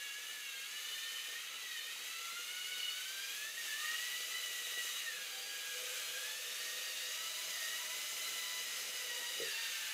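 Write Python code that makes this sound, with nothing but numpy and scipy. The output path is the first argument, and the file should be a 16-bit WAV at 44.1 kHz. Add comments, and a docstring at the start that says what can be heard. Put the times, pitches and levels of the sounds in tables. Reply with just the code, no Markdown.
"""In a living room, a small plastic robot makes two drives over a wooden floor towards a lamp, first in a curve,
then, after a cut near 5.1 s, straight. Two geared motors whine with the rhythm of their meeting teeth, louder when
load drags the speed down. Noise shaped by the turning gears makes a rasp, a hiss and, in bands around the
harmonics, a chatter. Filtered noise gives the wheels' rumble and the chassis drone; clicks set ringing give
the thumps, a small tick and, near the end, the bumps into the lamp."""
import sys
import numpy as np
from scipy import signal
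from scipy.fft import rfft, irfft, next_fast_len
from scipy.io import wavfile
from scipy.ndimage import uniform_filter1d

SR = 44100
rng = np.random.default_rng(int(sys.argv[2]) if len(sys.argv) > 2 else 0)


def generate_wav(signal):
    """Clip the signal to [-1, 1] and save it as 16-bit WAV at the path in sys.argv[1]."""
    frames = np.transpose(np.atleast_2d(signal))
    scaled = np.clip(frames, -1, 1) * 32767
    pcm = np.round(scaled).astype(np.int16)
    wavfile.write(sys.argv[1], SR, pcm)


N = 437913
TIME = np.arange(N) / SR   # seconds


def from_db(db):
    """Turn decibels into a gain."""
    return 10 ** (np.asarray(db) / 20)


def rms_one(x):
    """Scale a sound to unit power."""
    return x / np.sqrt(np.mean(x ** 2) + 1e-20)


def in_time(rows):
    """Draw straight lines between the rows and give each column a value at every sample."""
    seconds, *columns = np.transpose(rows)
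    return [np.interp(TIME, seconds, column) for column in columns]


def at_hz(points, hz):
    """Read a level from a spectrum, on a logarithmic pitch axis."""
    knots, level = np.transpose(points)
    return np.interp(np.log(hz + 1e-3), np.log(knots), level)


def coloured(x, spectrum):
    """Give a noise the shape of a spectrum, at unit power."""
    size = next_fast_len(N)
    hz = np.arange(size // 2 + 1) * SR / size
    shaped = rfft(x, size) * from_db(at_hz(spectrum, hz))
    return rms_one(irfft(shaped, size)[:N])


def drift(rate_hz):
    """A smooth random wander with spread 1; a higher rate wanders faster."""
    step = 40   # samples between two computed points
    r = np.exp(-2 * np.pi * rate_hz * step / SR)
    noise = rng.standard_normal(N // step + 2002)
    slow = signal.lfilter([1], [1, -2 * r, r * r], noise)[2000:]   # drop the start-up
    return np.interp(np.arange(N) / step, np.arange(len(slow)), rms_one(slow))


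def swell(s, length):
    """A smooth rise and fall of height 1 around a moment; its length lies between the 37 % points."""
    return np.exp(-(2 * (TIME - s) / length) ** 2)


def resonate(x, hz, width_hz):
    """Send a noise through one resonance, at unit power."""
    r = np.exp(-np.pi * width_hz / SR)
    return rms_one(signal.lfilter([1, 0, -1], [1, -2 * r * np.cos(2 * np.pi * hz / SR), r * r], x))


def ring(clicks, hz, t60):
    """Each unit click starts a sine of height 1 that fades by 60 dB in t60 seconds."""
    r = from_db(-60 / (t60 * SR))
    w = 2 * np.pi * hz / SR
    return signal.lfilter([0, np.sin(w)], [1, -2 * r * np.cos(w), r * r], clicks + 1e-18)


def knock(hits, modes):
    """Dull blows: the contact is soft and the light frame radiates little bass."""
    clicks = np.zeros(N)
    for s, db in hits:
        clicks[round(s * SR)] = from_db(db)
    body = sum(from_db(db) * ring(clicks, hz, t60) for hz, db, t60 in modes)
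    return signal.sosfilt(signal.butter(2, [280, 640], "band", fs=SR, output="sos"), body)


def room(x, t60, wet_db, count=14):
    """Direct sound plus a dense tail from the walls, which differs from place to place along the way."""
    t = TIME[:SR // 2]
    hop = N // count + 1
    padded = np.pad(x, (hop, 2 * hop))
    walls = np.zeros(N + 3 * hop + len(t))
    fade = np.sin(np.pi * np.arange(2 * hop) / (2 * hop))
    # overlapping stretches of sound, each with its own random tail
    for start in range(0, N + hop, hop):
        tail = rng.standard_normal(len(t)) * from_db(-60 * t / t60) * (t > .004)
        part = padded[start:start + 2 * hop] * fade
        echo = signal.fftconvolve(part, tail / np.sqrt(np.sum(tail ** 2)))
        walls[start:start + len(echo)] += echo
    wet = from_db(wet_db)
    return (x + wet * walls[hop:hop + N]) / np.hypot(1, wet)


def gear_ratio(multiple):
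    """Tooth counts lock every partial to whole thirds of the mesh rate."""
    return np.round(multiple * 3) / 3


# the load averages the speed over some seconds, and levels off at a largest sag
SPEED_MEMORY_S, MAX_SAG_PERCENT = 0.68, 3.5


def load(mesh_hz):
    """Per cent by which the speed sags under its running mean; negative when the motor runs free."""
    usual_hz = uniform_filter1d(mesh_hz, max(1, int(SPEED_MEMORY_S * SR)), mode="nearest")
    sag = 100 * (1 - mesh_hz / usual_hz)
    return MAX_SAG_PERCENT * np.tanh(sag / MAX_SAG_PERCENT)


PINION_TEETH = 10
CRUISE_HZ = 950              # mesh rate at cruising speed
WHINE_DB_PER_PERCENT = 0.14  # growth of the whine with load
HUM_WAVER_DB = 3
STALL_SHAKE = 1.3            # share by which the motors shake more once they push against the lamp
BITE_FROM_HZ = 1850          # the bite lifts the octave above this, and all beyond it
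SING_HZ, SING_HALF_WIDTH_HZ = 2960, 130      # the housing's main resonance
BEAM_FROM_HZ, BEAM_RATE_HZ = 2800, 1.7       # beaming starts here, and wanders at this rate

# How the plastic frame passes on the whine. Each row: frequency in Hz, level in dB.
FRAME = [(900, -24), (1130, -32), (1230, -22), (1355, -1.5), (1470, -3), (1650, 2.5), (1850, 2), (2010, -1),
         (2200, -1), (2400, -3.5), (2700, -1.5), (2930, -0.5), (3100, -1.5), (3300, -3), (3700, -3.5),
         (4100, -2.5), (4550, -4), (5000, -8.5), (5400, -18), (7000, -20)]
# How strongly a harmonic sings out at the main resonance. Each row: time in seconds, boost in dB.
SINGING = [(0, 3), (.3, 0), (.9, 2), (1.12, 8.5), (1.35, 9), (1.6, 1), (1.9, 4), (2.3, 1), (2.65, 6),
           (2.82, 11), (2.96, 5), (3.4, 0), (3.86, 0), (3.97, 7.5), (4.12, 3), (4.35, -1), (4.45, 7),
           (4.9, 4), (5.2, 0), (7.7, -1), (8.28, -6), (8.55, -1), (8.72, -5), (9.1, -1), (9.35, -3),
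           (9.6, -3)]
# Partials of the tooth force; 1.33 is a gear with its own tooth count.
# Each row: multiple of the mesh rate, level in dB at cruising speed, growth in dB per octave of speed.
PARTIALS = [(1.33, -13.5, 5), (2, 0, 6), (3, -0.5, 1), (4, 0, 3), (5, -7, -12), (6, -3, -4), (7, -6, -4),
            (8, -11, -5)]


def motor(speed, teeth, hums, hunting, flutter, runout, uneven_db, patchy_db):
    """Harmonics of the tooth mesh, swelling as they cross the frame's resonances; also the mesh angle."""
    mesh_hz, = in_time(speed)
    force_db, bite_db = in_time(teeth)
    sing_db, = in_time(SINGING)
    force_db = force_db + WHINE_DB_PER_PERCENT * load(mesh_hz)
    speed_octaves = np.log2(mesh_hz / CRUISE_HZ)
    shake = 1 + STALL_SHAKE * (TIME > BUMPS[0][0])

    # the speed hunts slowly, and play between the teeth shakes it quickly
    unsteady = 1 + hunting * drift(9.05) + shake * flutter * drift(67.2)
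    angle = 2 * np.pi * np.cumsum(mesh_hz * unsteady) / SR
    rotor = angle / PINION_TEETH
    # an off-centre pinion advances and delays its teeth once a turn: sidebands
    angle = angle + shake * runout * np.sin(rotor) * (1 + .5 * drift(7.0))

    hum = 0
    for s, length, db, multiple in hums:
        hum = hum + from_db(db) * swell(s, length) * np.sin(gear_ratio(multiple) * angle)
    whine = hum * from_db(HUM_WAVER_DB * drift(18)) * np.sqrt(2)

    for multiple, db, speed_db in PARTIALS:
        k = gear_ratio(multiple)
        hz = k * mesh_hz
        # a harder bite shifts weight to the upper harmonics, as far as the soft plastic allows
        tilt_db = bite_db * np.clip(np.log2(hz / BITE_FROM_HZ), 0, 1)
        singing_db = sing_db / (1 + ((hz - SING_HZ) / SING_HALF_WIDTH_HZ) ** 2)
        body_db = at_hz(FRAME, hz) + singing_db
        wobble_db = uneven_db * (drift(27.0) + 0.4 * np.sin(rotor + rng.uniform(0, 2 * np.pi)))
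        # short waves are beamed, so the highest partials come and go as the robot moves
        beam_db = patchy_db * drift(BEAM_RATE_HZ) * np.clip(hz / BEAM_FROM_HZ - 1, 0, 1)
        level_db = force_db + db + speed_db * speed_octaves + tilt_db + body_db + wobble_db + beam_db
        whine = whine + from_db(level_db) * np.sqrt(2) * np.sin(k * angle)

    # a 23 ms fade-in, ending at the first row of the speed table
    fade_in = np.clip((TIME - speed[0][0]) / 0.023 + 1, 0, 1)
    return whine * fade_in, angle


def throb(angle, strength, teeth_per_turn):
    """A slow gear further down the train loads the motor once a turn, so the whine pulses."""
    depth_db = strength * (-0.24 + 0.3 * drift(0.53))
    return from_db(depth_db * np.sin(angle / teeth_per_turn + 1.3 * drift(4.7)))


# Speed of the louder motor. Each row: time in seconds, tooth-mesh rate in Hz.
LEAD_SPEED = [(0, 572.5), (.1, 555), (.32, 584), (.58, 532.7), (.78, 588), (1.12, 603), (1.3, 606),
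              (1.56, 673.4), (1.8, 604), (2.14, 664), (2.55, 723), (2.72, 735), (2.88, 730.5), (3.3, 813),
              (3.58, 928), (3.75, 875), (3.81, 923), (3.89, 925.5), (3.97, 966), (4.35, 999), (4.5, 972),
              (4.8, 966), (5.02, 968), (5.18, 825), (5.7, 821), (5.95, 854), (6.17, 826), (6.4, 892),
              (6.6, 924), (7.03, 930), (7.2, 977.4), (7.48, 1009), (7.72, 951), (8.05, 1027), (8.3, 1011),
              (8.55, 993), (8.72, 1026), (8.9, 1021), (9.1, 967), (9.27, 952), (9.38, 987), (9.55, 917),
              (9.7, 914), (9.93, 870)]
# How its teeth engage. Each row: time in seconds, tooth force in dB, bite (lift of the upper harmonics) in dB.
LEAD_TEETH = [(0, -57.5, 4), (.32, -57.5, -7), (.52, -57, 4), (.7, -59.5, 2), (.9, -56.5, 4.5),
              (1.3, -52, -5.5), (1.42, -54, -2), (1.56, -60, 0), (1.68, -52, -2), (1.8, -49, -7),
              (1.93, -61.5, 7), (2.2, -53.5, -1.5), (2.55, -52, -4), (2.8, -55, 3), (3.1, -56.5, 4.5),
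              (3.3, -52.5, 2), (3.58, -50, -8), (3.73, -55.5, -2), (3.86, -42.5, -13), (3.97, -53, -3),
              (4.22, -50.5, -4.5), (4.3, -56, -1), (4.355, -41, -8), (4.4, -56.5, 5.5), (4.55, -57, -1),
              (4.73, -51.5, -2), (4.829, -46.5, -5), (4.93, -55, 4), (4.99, -49, -5), (5.1, -50, -6),
              (5.28, -64, 3), (5.45, -65, 0), (5.53, -58, -2), (5.72, -57, 0), (5.82, -69, 3),
              (6.15, -55, -1), (6.46, -58, 0), (6.75, -56, -2), (7.03, -58, 10), (7.25, -59, 0),
              (7.5, -58, 0), (7.7, -52.5, -4), (8.05, -56.5, -11), (8.28, -48, -3), (8.55, -52, -3),
              (8.72, -54, -11), (8.92, -57, -6), (9.1, -52, -3), (9.35, -57, 1), (9.62, -56, 8),
              (9.8, -55, 2), (9.93, -54, -1)]
# One partial surfaces for a moment as a hum.
# Each row: middle in seconds, length in seconds, level in dB, multiple of the mesh rate.
LEAD_HUM = [(2.25, 0.22, -58, 2), (5.549, 0.09, -61, 2), (5.71, 0.081, -60, 2), (6.46, 0.1, -60, 4),
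            (5.897, 0.32, -67, 1), (6.329, 0.2, -70, 1), (7.176, 0.16, -64, 1), (7.22, 0.25, -58, 1.33),
            (7.448, 0.31, -66, 1), (7.66, 0.24, -60, 1.33), (7.86, .16, -60, 1), (8.45, 0.81, -66.5, 1),
            (9.176, 0.33, -59, 1), (9.6, 0.17, -62, 1), (9.881, 0.31, -63, 1)]


def lead_motor():
    """The louder motor: its tooth whine pulses with a slow gear; also the mesh angle."""
    whine, angle = motor(LEAD_SPEED, LEAD_TEETH, LEAD_HUM, hunting=0.0045, flutter=0.00586,
                         runout=0.079, uneven_db=3.0, patchy_db=-1.0)
    return whine * throb(angle, strength=3.0, teeth_per_turn=77), angle


# noise levels at cruising speed, and their growth with speed
RASP_DB, RASP_DB_PER_OCTAVE = -45.5, 4.5
HISS_DB, HISS_DB_PER_OCTAVE = -47, 6

# Tone of the rasp. Each row: frequency in Hz, level in dB per Hz.
RASP_COLOUR = [(470, -54), (800, -19.5), (1050, -12), (1200, -4.5), (1340, -3.5), (1560, -5), (1990, 1),
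               (2630, 1.5), (2920, 2), (3360, 0), (3850, 1), (4220, -4), (5000, -8), (6500, -59),
               (11000, -120)]
# Tone of the hiss. Each row: frequency in Hz, level in dB per Hz.
HISS_COLOUR = [(2710, -34), (4600, -3.5), (5470, -4), (6320, 1), (9320, -7), (10700, -5), (12400, -8),
               (14400, -8), (15100, -9.5), (15600, -13)]
# Housing resonances rung by the rasp. Each row: frequency in Hz, width in Hz, level in dB.
HOUSING = [(1344, 130, -23), (1880, 510, -33), (2940, 69, -10), (3815, 190, -14), (6340, 150, -16.5)]
# The gear trains bind (+) or run slack (-) for a moment.
# Each row: middle in seconds, length in seconds, change of rasp in dB, change of hiss in dB.
BINDS = [(1.049, 0.75, 2, 1.5), (1.524, 0.26, 0, -2.5), (3.522, 0.12, -4, -3.5), (3.9, 0.41, 1.5, 0.5),
         (4.86, 0.17, 1, 2), (5.353, 0.7, -1, -2), (5.95, 1, 1, 1.5), (6.388, 0.14, -3, -1.5),
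         (7.679, 0.25, 0.5, 1.5), (8.25, 0.44, 0, 0.9), (9.8, 0.33, 2, 1.3)]


def gears(mesh_hz, angle, pulsing, ticks_per_s, tick_size, flicker_db):
    """Teeth scrape with the mesh, louder with speed or binding; many small ticks as they snap across their play."""
    octaves = np.log2(mesh_hz / CRUISE_HZ)
    rasp_bind_db, hiss_bind_db = sum(np.outer(dbs, swell(s, length)) for s, length, *dbs in BINDS)
    rasp_db = RASP_DB + RASP_DB_PER_OCTAVE * octaves + rasp_bind_db
    hiss_db = HISS_DB + HISS_DB_PER_OCTAVE * octaves + hiss_bind_db

    mesh_pulse = 1 + pulsing * np.cos(angle)
    scrape = rng.standard_normal((2, N)) * mesh_pulse * from_db(flicker_db * drift(33))
    ticks = (rng.random(N) < ticks_per_s / SR) * rng.uniform(-1.74, 1, N) * tick_size
    coarse, fine = scrape + ticks

    housing = 0
    for hz, width_hz, db in HOUSING:
        housing = housing + from_db(db) * resonate(rng.standard_normal(N) + ticks, hz, width_hz)
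    rasp = from_db(rasp_db) * (from_db(-2.5) * coloured(coarse, RASP_COLOUR) + housing)
    hiss = from_db(hiss_db) * coloured(fine, HISS_COLOUR)
    return rasp + hiss


# Loudness of the wheels on the boards. Each row: time in seconds, level in dB.
ROLLING = [(0, -70.5), (2.2, -69), (3.8, -68), (4.7, -67), (5.1, -67.5), (7.2, -67), (9.3, -64),
           (9.93, -69.5)]
# Tone of the rumble. Each row: frequency in Hz, level in dB per Hz.
ROLLING_COLOUR = [(15, -60), (25, -9), (32, -39), (76, -27.5), (198, -10.5), (244, -12.5), (395, -6.5),
                  (425, 1.5), (452, -6), (487, 1), (565, -6.5), (619, -7.5), (900, -7), (1170, -27),
                  (1980, -120)]


def rolling(lumpy_db):
    """Wheels rumble over the boards: coloured noise of uneven strength."""
    level_db, = in_time(ROLLING)
    lumps = rng.standard_normal(N) * from_db(lumpy_db * drift(15.5))
    return from_db(level_db) * coloured(lumps, ROLLING_COLOUR)


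# The tyres thump on the boards. Each row: time in seconds, strength of the blow in dB.
THUMPS = [(0.184, -58), (0.246, -68), (0.385, -65), (1.154, -61), (1.195, -61), (1.284, -55), (1.325, -54),
          (1.364, -64), (1.849, -58), (2.046, -57), (2.206, -54), (2.392, -53), (4.203, -51), (4.274, -55),
          (4.401, -55), (4.51, -53), (4.618, -53), (4.67, -51), (4.72, -50), (4.774, -46), (4.847, -50.5)]
# What a thump rings with. Each row: frequency in Hz, level in dB before the knock filter, 60 dB fade in seconds.
THUMP_MODES = [(420, -19.5, 0.073), (493, -6.5, 0.15), (556, -10, 0.057), (660, -5.5, 0.088)]


def tyre_thumps():
    """Tyres hit the boards and set a few short modes ringing."""
    return knock(THUMPS, THUMP_MODES)


# The chatter lies in bands around the upper harmonics.
# Each row: multiple of the mesh rate, level in dB at cruising speed, growth in dB per octave of speed.
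CHATTER = [(3, -6, -3), (4, -1.5, -7), (5, -1.5, 28), (6, -5, 10), (7, -9, 1)]
# How loosely the teeth run. Each row: time in seconds, chatter level in dB.
LOOSENESS = [(0, -90), (2, -62), (2.8, -56.5), (5.3, -71), (6.1, -56.5), (7.7, -56.5), (8.4, -56.5),
             (9.2, -55.5), (9.93, -59)]


def chatter(mesh_hz, angle, spread_hz, patchy_db):
    """Teeth that land early or late smear the upper harmonics into bands, which surface in patches."""
    octaves = np.log2(mesh_hz / CRUISE_HZ)
    bands = 0
    for multiple, db, speed_db in CHATTER:
        turn = round(multiple) * angle
        gain = from_db(db + speed_db * octaves + patchy_db * drift(BEAM_RATE_HZ))
        bands = bands + gain * (drift(spread_hz) * np.cos(turn) + drift(spread_hz) * np.sin(turn))
    return bands * from_db(in_time(LOOSENESS)[0])


# A loose plastic part clicks. Each row: time in seconds, level in dB, frequency in Hz, 60 dB fade in seconds.
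TICKS = [(1.961, -51, 935, .03)]


def tick():
    """A loose plastic part clicks and rings briefly."""
    return sum(from_db(db) * ring(np.arange(N) == round(s * SR), hz, t60) for s, db, hz, t60 in TICKS)


# Speed of the other motor, which fades in at 3.68 s and then speeds up.
# Each row: time in seconds, tooth-mesh rate in Hz.
SECOND_SPEED = [(3.68, 557), (3.8, 599), (3.95, 634.5), (4.3, 660), (5.05, 632), (5.3, 772), (5.55, 792.5),
                (5.9, 786.5), (6.15, 804), (6.4, 846.3), (7.03, 854.5), (7.3, 987), (7.58, 925.4),
                (7.85, 963.5), (8.25, 995), (8.55, 969), (9.2, 952.5), (9.43, 947), (9.56, 814),
                (9.93, 764)]
# How its teeth engage. Each row: time in seconds, tooth force in dB, bite (lift of the upper harmonics) in dB.
SECOND_TEETH = [(3.68, -57, -1), (3.9, -62, 2), (4.1, -58, 1), (4.5, -77, 2), (5.35, -60, 2), (5.7, -63, 4),
                (5.88, -56, -1), (6.2, -59, -3), (6.6, -65.5, 1), (7.03, -59, -2), (7.3, -77, -3),
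                (7.65, -52.5, 1), (8.0, -71, -4), (8.5, -61, 0), (8.8, -62, -7), (9.1, -59.5, -5),
                (9.6, -55.5, 1), (9.93, -59, -11)]
# One partial surfaces for a moment as a hum.
# Each row: middle in seconds, length in seconds, level in dB, multiple of the mesh rate.
SECOND_HUM = [(3.88, 0.17, -54, 2), (5.41, 0.31, -70.5, 1)]


def second_motor():
    """The other motor fades in later, with its own tooth whine and slow pulse."""
    whine, angle = motor(SECOND_SPEED, SECOND_TEETH, SECOND_HUM, hunting=0.003516, flutter=0.0055,
                         runout=0.083, uneven_db=4.0, patchy_db=7.0)
    return whine * throb(angle, strength=2.0, teeth_per_turn=81)


# The two chassis modes. Each row: frequency in Hz, width in Hz.
CHASSIS = [(500, 21), (628, 72)]
# The chassis drones while running straight.
# Each row: time in seconds, lower mode in dB, upper mode in dB.
DRONE = [(0, -108, -85), (4.4, -82, -71), (5.3, -69.5, -74), (5.72, -66, -72), (5.79, -56.5, -67),
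         (5.95, -64, -67), (6.9, -63.5, -68.5), (7.5, -82, -64), (8.7, -73, -69.5), (9.15, -61, -67.5),
         (9.7, -79, -73)]


def chassis_drone():
    """Rolling sets the chassis droning: noise passed through two resonances in a row for each mode."""
    out = 0
    for (hz, width_hz), drone_db in zip(CHASSIS, in_time(DRONE)):
        narrow = resonate(rng.standard_normal(N), hz, width_hz)
        out = out + from_db(drone_db) * resonate(narrow, hz, 137)
    return out


# Knocks against the lamp. Each row: time in seconds, strength of the blow in dB.
BUMPS = [(9.379, -54), (9.400, -37.5), (9.419, -36), (9.432, -61), (9.464, -47.5)]
# What a knock rings with. Each row: frequency in Hz, level in dB before the knock filter, 60 dB fade in seconds.
BUMP_MODES = [(154, -8, 0.16), (400, -15, 0.4), (451, 0, 0.12), (525, -9.5, 0.16), (1347, -24, .06)]


def lamp_bumps():
    """The robot bumps into the lamp, and each blow sets its modes ringing."""
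    return knock(BUMPS, BUMP_MODES)


def scene():
    """The robot in a living room, heard in mono."""
    mesh_hz, = in_time(LEAD_SPEED)
    lead, angle = lead_motor()
    whine = room(lead + second_motor(), t60=0.23, wet_db=-2.5)
    scraping = gears(mesh_hz, angle, pulsing=0.13, ticks_per_s=55, tick_size=4.3, flicker_db=.5)
    loose_teeth = chatter(mesh_hz, angle, spread_hz=133, patchy_db=2.5)
    rasp = room(scraping + loose_teeth, t60=0.097, wet_db=-7.0)
    wheels = rolling(lumpy_db=2.0) + tyre_thumps() + chassis_drone()
    knocks = room(tick() + lamp_bumps(), t60=.25, wet_db=-13)
    mono = whine + rasp + wheels + knocks
    return np.array([mono, mono])


CUTOFF_HZ = 15600


def record(dry):
    """The top of the treble is cut steeply."""
    low_pass = signal.ellip(14, .1, 70, CUTOFF_HZ, fs=SR, output="sos")
    return signal.sosfilt(low_pass, dry)


dry = scene()
out = record(dry)
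generate_wav(out)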